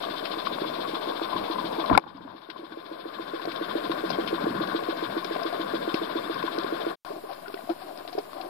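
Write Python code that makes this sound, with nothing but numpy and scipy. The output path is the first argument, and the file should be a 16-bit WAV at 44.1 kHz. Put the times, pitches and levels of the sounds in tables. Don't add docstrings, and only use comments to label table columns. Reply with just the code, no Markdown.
import sys
import numpy as np
from scipy import signal
from scipy.fft import rfft, irfft
from scipy.io import wavfile
from scipy.ndimage import uniform_filter1d

SR = 44100
rng = np.random.default_rng(int(sys.argv[2]) if len(sys.argv) > 2 else 0)


def wrap_up_sound(samples):
    columns = np.atleast_2d(samples).T
    tamed = np.clip(columns, -1, 1)
    steps = np.round(tamed * 32767).astype(np.int16)
    wavfile.write(sys.argv[1], SR, steps)


def volts(x):
    e = np.asarray(x, float) / 20
    return 10 ** e


N = 374409
T = np.arange(N) / SR
FADE_S, SILENCE_S, RETURN_S = 6.915, 6.958, 7.0485
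BOAT_NEAR = T < SILENCE_S

FIRST_FIRING_S, FIRES_PER_S, UNEVEN_DB = .0865, 7.084, 1.3
TURNS_PER_S = 7.09
# time in seconds, firing level over the hiss in dB, lateness in ms.
BOAT = [(.08, 31, -2.5), (.3, 36, 1), (.7, 33, 2), (1.1, 40.5, -3), (1.8, 38.5, 1.5), (2.4, 40, 0),
        (2.65, 43, 2), (3.1, 39.5, 2.5), (3.45, 45, -0.5), (3.62, 42.5, -5.5), (4.05, 42.5, -2),
        (4.25, 47.5, 6.5), (4.7, 42, 1), (5.1, 41, -4), (5.7, 42, 3), (6.2, 41.5, -3), (6.9, 42, 2)]
# pitch in Hz, width in Hz, level in dB.
HULL_MODES = [(334.5, 21.7, 1.5), (477, 46, -8), (593, 70, -3.5), (670, 28, 4)]
# time in seconds, fizz in dB, harder bite of one blade in dB.
WAKE = [(0, 1, -1.5), (.5, 1, -1), (.75, 0.5, 2), (1.3, -0.5, 2), (1.8, -1, 4.5), (2.4, 0.5, 0),
        (2.9, -1, -0.5), (3.4, -1, -1.5), (3.8, -3, -0.5), (4.05, -4, -1), (4.3, -4.5, 1), (4.8, -2.5, 4.5),
        (5.2, -3.5, 3.5), (5.5, -2.5, 5), (5.9, -2, 0.5), (6.2, -2.5, 1), (6.45, -4, -1), (6.9, -3.5, -2)]
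# pitch in Hz, width in Hz, level in dB.
BUBBLES = [(3130, 77, -3), (3410, 110, 0), (3570, 220, 5.5), (3810, 850, 1), (4040, 160, -4),
           (4300, 170, -6.5), (4600, 200, -12), (4750, 200, -10.5)]
WHINE_HZ = 5095

# time in seconds, peak in dB, pitch in Hz, length in ms.
KNOCKS = [(0.039, -24, 1180, 6.4), (0.109, -28, 360, 3.3), (0.47, -17.5, 1145, 6),
          (0.586, -21, 1020, 1.9), (0.618, -20.5, 392, 7.9), (0.652, -24.5, 321, 46),
          (0.841, -26, 1113, 49), (0.952, -28.5, 1090, 6), (1.255, -23.5, 1043, 11),
          (1.288, -24, 1020, 4.8), (1.363, -22, 1005, 10), (0.03, -33.5, 680, 46), (0.15, -35.5, 725, 37),
          (1.584, -24, 1020, 16), (0.088, -33, 1150, 9), (0.7, -29.5, 604, 8), (0.228, -32, 650, 7),
          (0.34, -22.5, 1060, 3.4), (0.645, -30, 1090, 5.5), (0.784, -32, 960, 9.9),
          (1.12, -27, 1070, 9.1), (1.196, -26, 970, 6.4), (1.325, -25.5, 1021, 49),
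          (1.516, -29.5, 1030, 12), (1.558, -29, 1050, 9), (1.717, -33, 1050, 9.9), (1.798, -23, 880, 17),
          (1.84, -26, 1070, 16), (1.9, -14, 1010, 5.1), (1.911, -12.5, 286, 22), (1.911, -19.5, 705, 16),
          (1.928, -18, 980, 10), (1.951, -13.5, 1350, 8.3), (1.965, -24, 330, 8.8),
          (1.9765, -4, 846, 10.3), (1.9805, -17, 910, 12), (1.886, -35, 1030, 8), (1.996, -38, 850, 9.5),
          (2.039, -34, 1010, 6.6), (2.146, -38.5, 274, 60), (2.248, -35.5, 273, 34),
          (2.56, -36, 1050, 11),
          (2.102, -40, 1010, 12), (2.18, -39, 1010, 11), (2.276, -36, 900, 10), (2.497, -41, 1530, 16),
           (2.563, -43, 400, 9.9), (2.591, -35, 344, 37), (2.719, -35, 325, 23), (2.722, -39, 1510, 14),
           (0.555, -32, 344, 13), (0.785, -32, 314, 15), (3.453, -25, 700, 5.5), (4.104, -21, 660, 6.1),
           (4.128, -33.5, 3210, 55), (4.207, -35, 3170, 21), (4.238, -41, 3140, 15), (4.44, -20, 270, 15),
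           (4.508, -22.5, 302, 7.9), (5.245, -29, 344, 34), (5.362, -19, 730, 5.5), (5.417, -26.5, 682, 22),
           (5.527, -27.5, 703, 19), (5.942, -16.5, 330, 9.3), (6.478, -28, 1550, 10),
           (6.644, -24.5, 418, 9.1)]
CALM = [(7.639, -37, 269, 8.3), (7.833, -41, 370, 46), (7.879, -44, 335, 34), (7.928, -44, 420, 17),
        (8.348, -40, 376, 13), (8.46, -38.5, 360, 44), (7.459, -36, 1420, 13), (7.575, -35.5, 1920, 8),
        (7.607, -42, 1450, 8), (7.481, -36, 1460, 8), (7.542, -33, 1450, 5.3), (7.434, -41, 690, 11),
        (7.702, -35, 1310, 14), (7.25, -40.5, 1050, 8.7), (7.062, -39, 734, 14), (7.104, -32.5, 414, 20),
        (7.117, -33, 656, 12), (7.134, -36, 348, 26), (7.306, -32.5, 687, 30), (7.448, -37.5, 686, 16),
        (7.5, -35, 680, 6.6), (7.591, -33, 665, 9.5), (7.654, -45, 770, 10), (7.692, -24.5, 701, 18),
        (7.763, -37, 750, 5.8), (7.89, -35, 764, 39), (8.085, -48, 690, 15), (8.151, -29.5, 435, 10),
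        (8.179, -28, 730, 16), (8.365, -50, 630, 7), (8.401, -29.5, 754, 21), (7.164, -31, 620, 2.6),
        (7.237, -36.5, 444, 20), (7.291, -30.5, 780, 36), (7.477, -35, 400, 24), (7.54, -28.5, 397, 16),
        (7.567, -36, 703, 16), (7.675, -34, 690, 9.5), (7.695, -24.5, 341, 63), (7.817, -35, 750, 31),
        (7.909, -35, 806, 12), (8.051, -33, 700, 7.1), (8.075, -37, 710, 7.4), (8.128, -34.5, 725, 23),
        (8.178, -25, 413, 30), (8.332, -32, 1130, 4.4), (8.383, -34, 785, 11)]
# time in seconds, peak in dB, pitch in Hz, length in ms.
MORE_KNOCKS = [(3.185, -31.5, 1080, 11), (3.252, -40, 1070, 11), (3.396, -33, 980, 9), (3.71, -27.5, 1064, 11),
               (3.848, -30.5, 1036, 25), (3.919, -26, 1060, 9.2), (3.956, -29.5, 1120, 12), (4.178, -32, 1080, 9),
               (4.275, -32, 1060, 9), (4.347, -30, 1080, 10), (4.381, -29, 985, 12), (4.455, -37, 1080, 7.7),
               (4.525, -40, 1130, 9.9), (4.601, -29, 1020, 7.4), (4.738, -33, 1070, 8.8), (4.789, -27, 1077, 17),
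               (4.823, -43, 1090, 9), (4.854, -35, 1070, 9.8), (5.227, -32, 1080, 9), (5.319, -36, 1060, 9),
               (5.426, -33, 1120, 11), (5.973, -28.5, 1180, 7.8), (6.056, -35, 1140, 8.2), (6.142, -44, 1050, 9),
               (6.24, -35, 1000, 9), (6.426, -26.5, 1010, 10), (6.478, -23.5, 1040, 9), (6.645, -30, 1090, 8.4),
               (6.682, -44, 1110, 10), (6.731, -47, 1050, 9)]
# time in seconds, peak in dB, pitch in Hz, 60 dB decay in ms.
BUSY_SNAPS = [(0.0233, -32, 3380, 17), (0.254, -25, 2600, 37), (0.4519, -32.5, 3570, 470),
              (1.86, -28, 3470, 12), (1.9295, -34, 3740, 23), (1.9765, -7.5, 2360, 5.1),
              (1.9956, -36, 2400, 9.9), (2.171, -45, 4400, 19), (2.417, -46, 3460, 25),
              (2.5001, -29.5, 3000, 47), (3.4163, -37, 3480, 38), (3.455, -29.5, 5000, 13),
              (3.648, -40, 4800, 12), (3.65, -45, 2900, 13), (3.804, -33, 2800, 11),
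              (4.094, -34, 4700, 9.1), (4.106, -34, 4800, 11), (4.115, -28, 2900, 8),
              (5.247, -31, 2400, 24), (3.5175, -30, 2810, 41), (3.9154, -25, 3120, 31),
              (4.101, -25.5, 4800, 41), (4.2759, -26, 2920, 110), (4.4388, -34.5, 3500, 25),
              (4.6723, -31, 4100, 25), (4.9703, -35, 4310, 25), (5.1741, -43, 3660, 25),
              (5.245, -28, 4860, 32), (5.365, -32, 3000, 25), (5.4325, -30, 4600, 22),
              (5.5274, -31.5, 3180, 19), (5.942, -28, 4200, 80), (5.943, -23, 2590, 12),
              (6.343, -33, 4800, 8.5), (6.4263, -30, 2660, 29), (6.5859, -25, 4130, 8.9),
              (6.6338, -30.5, 3620, 34)]
CALM_SNAPS = [
    (7.333, -39.5, 5000, 14),
    (7.48, -39, 4970, 22),
    (7.5426, -32.5, 3580, 11),
    (7.697, -37, 4170, 42),
    (7.975, -33.5, 4880, 7.9),
    (8.076, -29.5, 3460, 25),
    (8.128, -38.5, 5110, 95),
    (8.185, -33.5, 5000, 22),
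    (8.331, -43, 5060, 20),
    (8.4117, -33, 3980, 41),
]

# pitch in Hz, width in Hz, level in dB.
HOUSING_MODES = [(327, 30, 0), (457, 55, -4),
                 (197, 320, 9.5), (563, 125, 7), (683.5, 152, 5), (1044, 72, 0), (1090, 60, 1),
               (1188, 104, -4), (1497, 390, 2.5), (2228, 330, -3.5), (2576, 590, -6.5), (3140, 300, -12.5),
               (3570, 840, -9), (4260, 1100, -5.5), (5000, 84, -5.5)]
# frequency in Hz, level in dB, lag in turns.
COVERED_PORT = [(60, 0, .0), (260, .2, -.01), (340, .6, .09), (400, 3.5, .26), (450, 1.2, .35),
                (520, -2.5, .43), (620, -12, .33), (750, -19, .13), (900, -17, .15), (1100, -30, -.08),
                (1300, -26, -.33), (1700, -30, -.7), (6000, -32, -.8)]
LEAD = 132
# time in seconds, level in dB.
FACING = [(0, -5), (.7, -7), (1.5, -9.5), (2.4, -8), (3.2, -3.5), (6.9, -3.5), (7.05, -6.5)]
# start in seconds, length in seconds, push in dB, rub in dB.
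SHOVES = [
    (0.52, 0.35, -15, 0.5),
    (1.296, 0.19, 11.5, 2),
    (1.877, 0.14, 23.5, 16),
    (2, 0.38, 14, 7.5),
    (2.327, 0.44, 3, 2.5),
    (1.49, 0.52, 5.5, 1.5),
    (4.05, 0.73, 8, 1.5),
    (4.355, 0.16, 4, 2.5),
    (6.45, 0.16, -3.5, -1.5),
]
# peak in seconds, half length in seconds, lap in dB, brightness in dB.
LAPS = [
    (7.045, 0.16, 5.5, 4),
    (7.333, 0.037, 6, 3.5),
    (7.53, 0.094, 2.5, 1.5),
    (7.709, 0.03, 20.5, 5.5),
    (7.817, 0.044, 2.5, 3.5),
    (7.884, 0.03, 8, 3),
    (7.99, 0.038, 4, 4),
    (8.092, 0.017, 10, 5),
    (8.185, 0.033, 17, 3),
    (8.405, 0.088, 7.5, 3),
]
EDGE_S = 0.041
DEEP_LAP_DB = 9.5
IDLE_DB, LULL_DB = (14.3, 20.3, 23.6, 17.84), (0, 10.5, 12.5, 1.5)
RUB_SHARE = (0.18, 0.64, 0.94, 0.12)
NEAR_SHARE = 0.22

# frequency in Hz, density in dB per Hz.
HISS = [(30, 4.5), (300, 18), (900, 9.5), (2000, 7), (4500, -1), (6200, -6), (7500, 0.5), (10000, 2.25),
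        (15000, 1.5), (20000, -23)]
REST_DB, DIVE_DB, CALM_DB = -63.5, -19, -64.5
DIVE_S, DIVE_LENGTH_S, HOLD_S, RECOVER_DB_PER_S = 1.879, 0.13, 0.2, 12.5
# frequency in Hz, threshold in standard deviations.
DROPOUT = [(5300, 9), (5700, .6), (6200, 0), (6600, .1), (7200, .1), (8000, .4), (9500, .7), (11000, 1.2),
           (14800, 1.5), (15300, .3)]
TOP_HZ = 15560
OFFSET, DITHER = -.001, .00003


def engine(mix):
    hull = ports(band(rings(HULL_MODES), 285, 950))
    window = np.hanning(340)
    blow = np.sin(2 * np.pi * 410 * np.arange(len(window)) / SR)
    beat = np.arange(FIRST_FIRING_S, FADE_S, 1 / FIRES_PER_S)
    at, firing_db, late_ms = np.transpose(BOAT)
    times = beat + np.interp(beat, at, late_ms) / 1000
    levels = recorder_db(beat) + np.interp(beat, at, firing_db)
    for s, peak_db in zip(times, levels):
        late, weak, uneven = rng.standard_normal(3)
        rough = rng.standard_normal(len(window))
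        firing = window * (blow + 0.87 * rough)
        strike(mix, s - .002, peak_db - 0.5 + UNEVEN_DB * uneven, firing, hull)
        return_s = s + .56 / TURNS_PER_S + 0.00375 * late
        strike(mix, return_s, peak_db - 11.0 + 0.53 * weak, window * (blow + 4.5 * rough), hull)


def propeller_swish():
    at, _, late_ms = np.transpose(BOAT)
    shaft = 2 * np.pi * TURNS_PER_S * (T - np.interp(T, at, late_ms) / 1000)
    sweep = 2 * shaft + 2.65 - .075 * T
    pulse_db = 7 * np.tanh(1.3 * np.cos(sweep + 0.35 * np.cos(sweep)))
    at, fizz_db, bite_db = np.transpose(WAKE)
    wake_db = np.interp(T, at, fizz_db) + np.interp(T, at, bite_db) * np.cos(shaft + 2.0)
    return volts(pulse_db + 0.5 * drift(16) + wake_db)


def bubble_swarm():
    out = np.zeros(N)
    for hz, width, db in BUBBLES:
        pops = rng.standard_normal(N) * volts(db + 1.2 * drift(24))
        out += signal.lfilter(*signal.iirpeak(hz, hz / width, SR), pops) / np.sqrt(width)
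    return out


def gear_whine():
    return np.sin(2 * np.pi * WHINE_HZ * T + 0.35 * drift(2.7)) * volts([[0], [-25]])


def knocks(mix, body):
    t = np.arange(2400) / SR
    for s, peak_db, hz, ms in KNOCKS + CALM + MORE_KNOCKS:
        rise = 1 - np.exp(-t / (.0005 + .00007 * ms))
        shape = rise * np.exp(-t / (0.0004 * max(ms, 1))) * np.cos(np.pi / 2 * t / t[-1])
        rough = band(rng.standard_normal(len(t)), .65 * hz, 1.9 * hz, order=2)
        strike(mix, s - .001, peak_db, shape * (np.sin(2 * np.pi * hz * t) + 1.25 * rough), body)


def snaps(mix, body):
    t = np.arange(1500) / SR
    for s, peak_db, hz, ms in BUSY_SNAPS + CALM_SNAPS:
        burst = rng.standard_normal(len(t)) * volts(-60 * t / (0.0012 * max(ms, 2)))
        crack = band(burst, 1800, 14000, order=2)
        pitched = band(burst, 0.85 * hz, 1.326 * hz, order=1)
        strike(mix, s, peak_db, crack + 5.6 * pitched, body)
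        thin = band(burst, 8200, 12000, order=2)
        thin_db = 1.77 * (peak_db + 14.5) - 30
        add(mix, s, volts(thin_db) * thin / abs(thin).max() * volts([[4.], [-8.]]))


def sand():
    return volts(2.6 * np.minimum(rng.exponential(1, N), 3)) * (rng.random(N) < 40 / SR)


def mid_wash(body, grit):
    wash = rng.standard_normal(N) * (volts(1.1 * drift(52)) + signal.lfilter([.6], [1, -.992], grit))
    facing_db = np.interp(T, *np.transpose(FACING))
    upper = volts(facing_db) * band(wash, 1380, 1892)
    lower = volts(-11.0 - 1.46 * facing_db) * band(wash, 820, 1029)
    return through(band(wash, 1012, 1210) + upper + lower, body)


def low_wash(body):
    wash = rng.standard_normal(N) * volts(1.5 * drift(36))
    busy = through(band(wash, 406, 1125, order=2) + 0.73 * band(wash, 323.6, 337, order=1), body)
    calm = through(band(wash, 566, 900, order=2) + 0.5 * band(wash, 312, 410, order=2), body)
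    return np.where(BOAT_NEAR, busy, calm * volts(2.2 * drift(45)))


def surge(surge_db):
    swell = rng.standard_normal((2, N))
    a, b = band(swell, 159, 295, order=2) + 1.05 * band(swell, 127.3, 129, order=1)
    push = evened(np.array([a + .25 * b, a - .25 * b]) * volts(3.2 * drift(14)))
    rock_db = np.minimum(1.6 * (surge_db - 33), 0)
    right, left = [evened(band(rng.standard_normal(N), 40, 220, order=2)) for _ in range(2)]
    return push + volts(rock_db + 1) * right * [[.15], [-.9]] + volts(rock_db) * left * [[.7], [0]]


def hiss():
    hz, db = np.transpose(HISS)
    colour = volts(np.interp(np.log(np.fft.rfftfreq(N, 1 / SR) + 1), np.log(hz), db))
    return irfft(rfft(rng.standard_normal((2, N))) * colour, N)


def motion_db(t):
    push_db, rub_db, lap_db, bright_db = np.zeros((4, len(t)))
    for s, length, push, rub in SHOVES:
        held = np.clip(np.minimum(t - s, s + length - t) / EDGE_S, 0, 1)
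        push_db = np.maximum(push_db, push * held)
        rub_db = np.maximum(rub_db, rub * held)
    for s, half, lap, bright in LAPS:
        crest = np.maximum(1 - abs(t - s) / half, 0)
        lap_db = np.maximum(lap_db, lap * crest)
        bright_db = np.maximum(bright_db, bright * crest)
    s, firing_db, _ = np.transpose(BOAT)
    near_db = NEAR_SHARE * (np.clip(np.interp(t, s, firing_db), 31, 41) - 37)
    idle = np.reshape(IDLE_DB, (4, 1)) + np.outer(RUB_SHARE, rub_db) + [push_db, 0 * t, near_db, 0 * t]
    rock_db = 2.4 * np.maximum(lap_db - DEEP_LAP_DB, 0)
    lull = np.reshape(LULL_DB, (4, 1)) + [rock_db, lap_db, 1.8 * bright_db, 2.16 * bright_db]
    return np.where(t < SILENCE_S, idle, lull)


def recorder_db(t):
    dive = np.clip((t - DIVE_S) / DIVE_LENGTH_S, 0, 1) ** 2
    back_db = RECOVER_DB_PER_S * np.maximum(t - DIVE_S - DIVE_LENGTH_S - HOLD_S, 0)
    return np.where(t < SILENCE_S, REST_DB + np.minimum(DIVE_DB * dive + back_db, 0), CALM_DB)


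def steady(body):
    surge_db, low_db, mid_db, fizz_db = motion_db(T)
    swish, grit = propeller_swish(), sand()
    fizz = through(bubble_swarm() * swish, body)
    far = rng.standard_normal(N) * (volts(1.5 * drift(70)) + signal.lfilter([0.8], [1, -.98], np.roll(grit, 9000)))
    far_fizz = through(band(far, 1570, 5070, order=2) * swish ** 0.22, body)
    calm_fizz = through(band(far, 2700, 5700, order=1), body)
    boat = volts(fizz_db - 0.5) * fizz + volts(fizz_db - 3.0) * far_fizz + gear_whine()
    bright = np.where(BOAT_NEAR, boat, volts(fizz_db + 3.0) * calm_fizz)
    mid = volts(mid_db - 0.8) * mid_wash(body, grit) * np.where(BOAT_NEAR, swish, 1) ** 0.21
    low = volts(low_db + 3.5) * low_wash(body)
    return volts(recorder_db(T)) * (bright + mid + low + volts(surge_db) * surge(surge_db) + volts(9.5) * hiss())


def housing():
    top = signal.butter(8, 5400, fs=SR, output="sos")
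    bottom = signal.butter(2, 170, "high", fs=SR, output="sos")
    return ports(signal.sosfilt(np.vstack([top, bottom]), rings(HOUSING_MODES)))


def rings(modes):
    hz, width, db = np.transpose(modes)[:, :, None]
    t = np.arange(4096) / SR
    return (volts(db) * width * np.exp(-np.pi * width * t) * np.sin(2 * np.pi * hz * t)).sum(0)


def ports(left):
    left = np.roll(left * np.hanning(2 * len(left))[len(left):], LEAD)
    hz, db, lag = np.transpose(COVERED_PORT)
    f = np.log(np.fft.rfftfreq(len(left), 1 / SR) + 1)
    cover = volts(np.interp(f, np.log(hz), db)) * np.exp(-2j * np.pi * np.interp(f, np.log(hz), lag))
    return np.array([left, irfft(rfft(left) * cover)])


def through(x, body):
    return evened(signal.oaconvolve(x[None], body, axes=1)[:, :N])


def strike(mix, s, peak_db, push, body):
    ring = signal.fftconvolve(push[None], body, axes=1)
    add(mix, s - LEAD / SR, volts(peak_db) * ring / abs(ring.mean(0)).max())


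def add(mix, s, sound):
    part = mix[:, max(round(s * SR), 0):][:, :sound.shape[1]]
    part += sound[:, :part.shape[1]]


def evened(x):
    return x / np.sqrt(np.mean(np.atleast_2d(x).mean(0) ** 2) + 1e-20)


def band(x, lo_hz, hi_hz, order=3):
    return signal.sosfilt(signal.butter(order, [lo_hz, hi_hz], "band", fs=SR, output="sos"), x)


def drift(per_s):
    size = round(SR / per_s)
    return evened(uniform_filter1d(uniform_filter1d(rng.standard_normal(N), size), size))


def scene():
    body, mix = housing(), np.zeros((2, N))
    engine(mix)
    knocks(mix, body)
    snaps(mix, body)
    return mix + steady(body)


def band_limit(x):
    return signal.sosfilt(signal.butter(12, 16120, fs=SR, output="sos"), x)


def record(dry):
    hz, frames, z = signal.stft(np.clip(dry, -1, 1), SR, nperseg=2048, noverlap=1024)
    which = (hz // 300).astype(int)
    both = rng.standard_normal((z.shape[2], 1, 129))
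    own = rng.standard_normal((z.shape[2], 2, 129))
    luck = uniform_filter1d(.8 * both + .6 * own, size=3, axis=0).transpose(1, 2, 0) * np.sqrt(3)
    odds = np.interp(np.arange(129) * 300, *np.transpose(DROPOUT))
    kept = luck < odds[:, None] + .035 * (recorder_db(frames) - REST_DB)
    kept |= abs(frames - DIVE_S - .1) < .035
    edge = np.clip((TOP_HZ - hz) / 120, 0, 1)[:, None]
    heard = signal.istft(z * kept[:, which] * edge, SR, nperseg=2048, noverlap=1024)[1][:, :N]
    resting = OFFSET * volts(np.where(BOAT_NEAR, recorder_db(T) - REST_DB, 0))
    fade = np.where(T < RETURN_S, np.clip((SILENCE_S - T) / (SILENCE_S - FADE_S), 0, 1), 1)
    mix = (heard + resting) * fade + DITHER * (1 - fade) * rng.standard_normal(N)
    return band_limit(mix)


dry = scene()
out = record(dry)
wrap_up_sound(out)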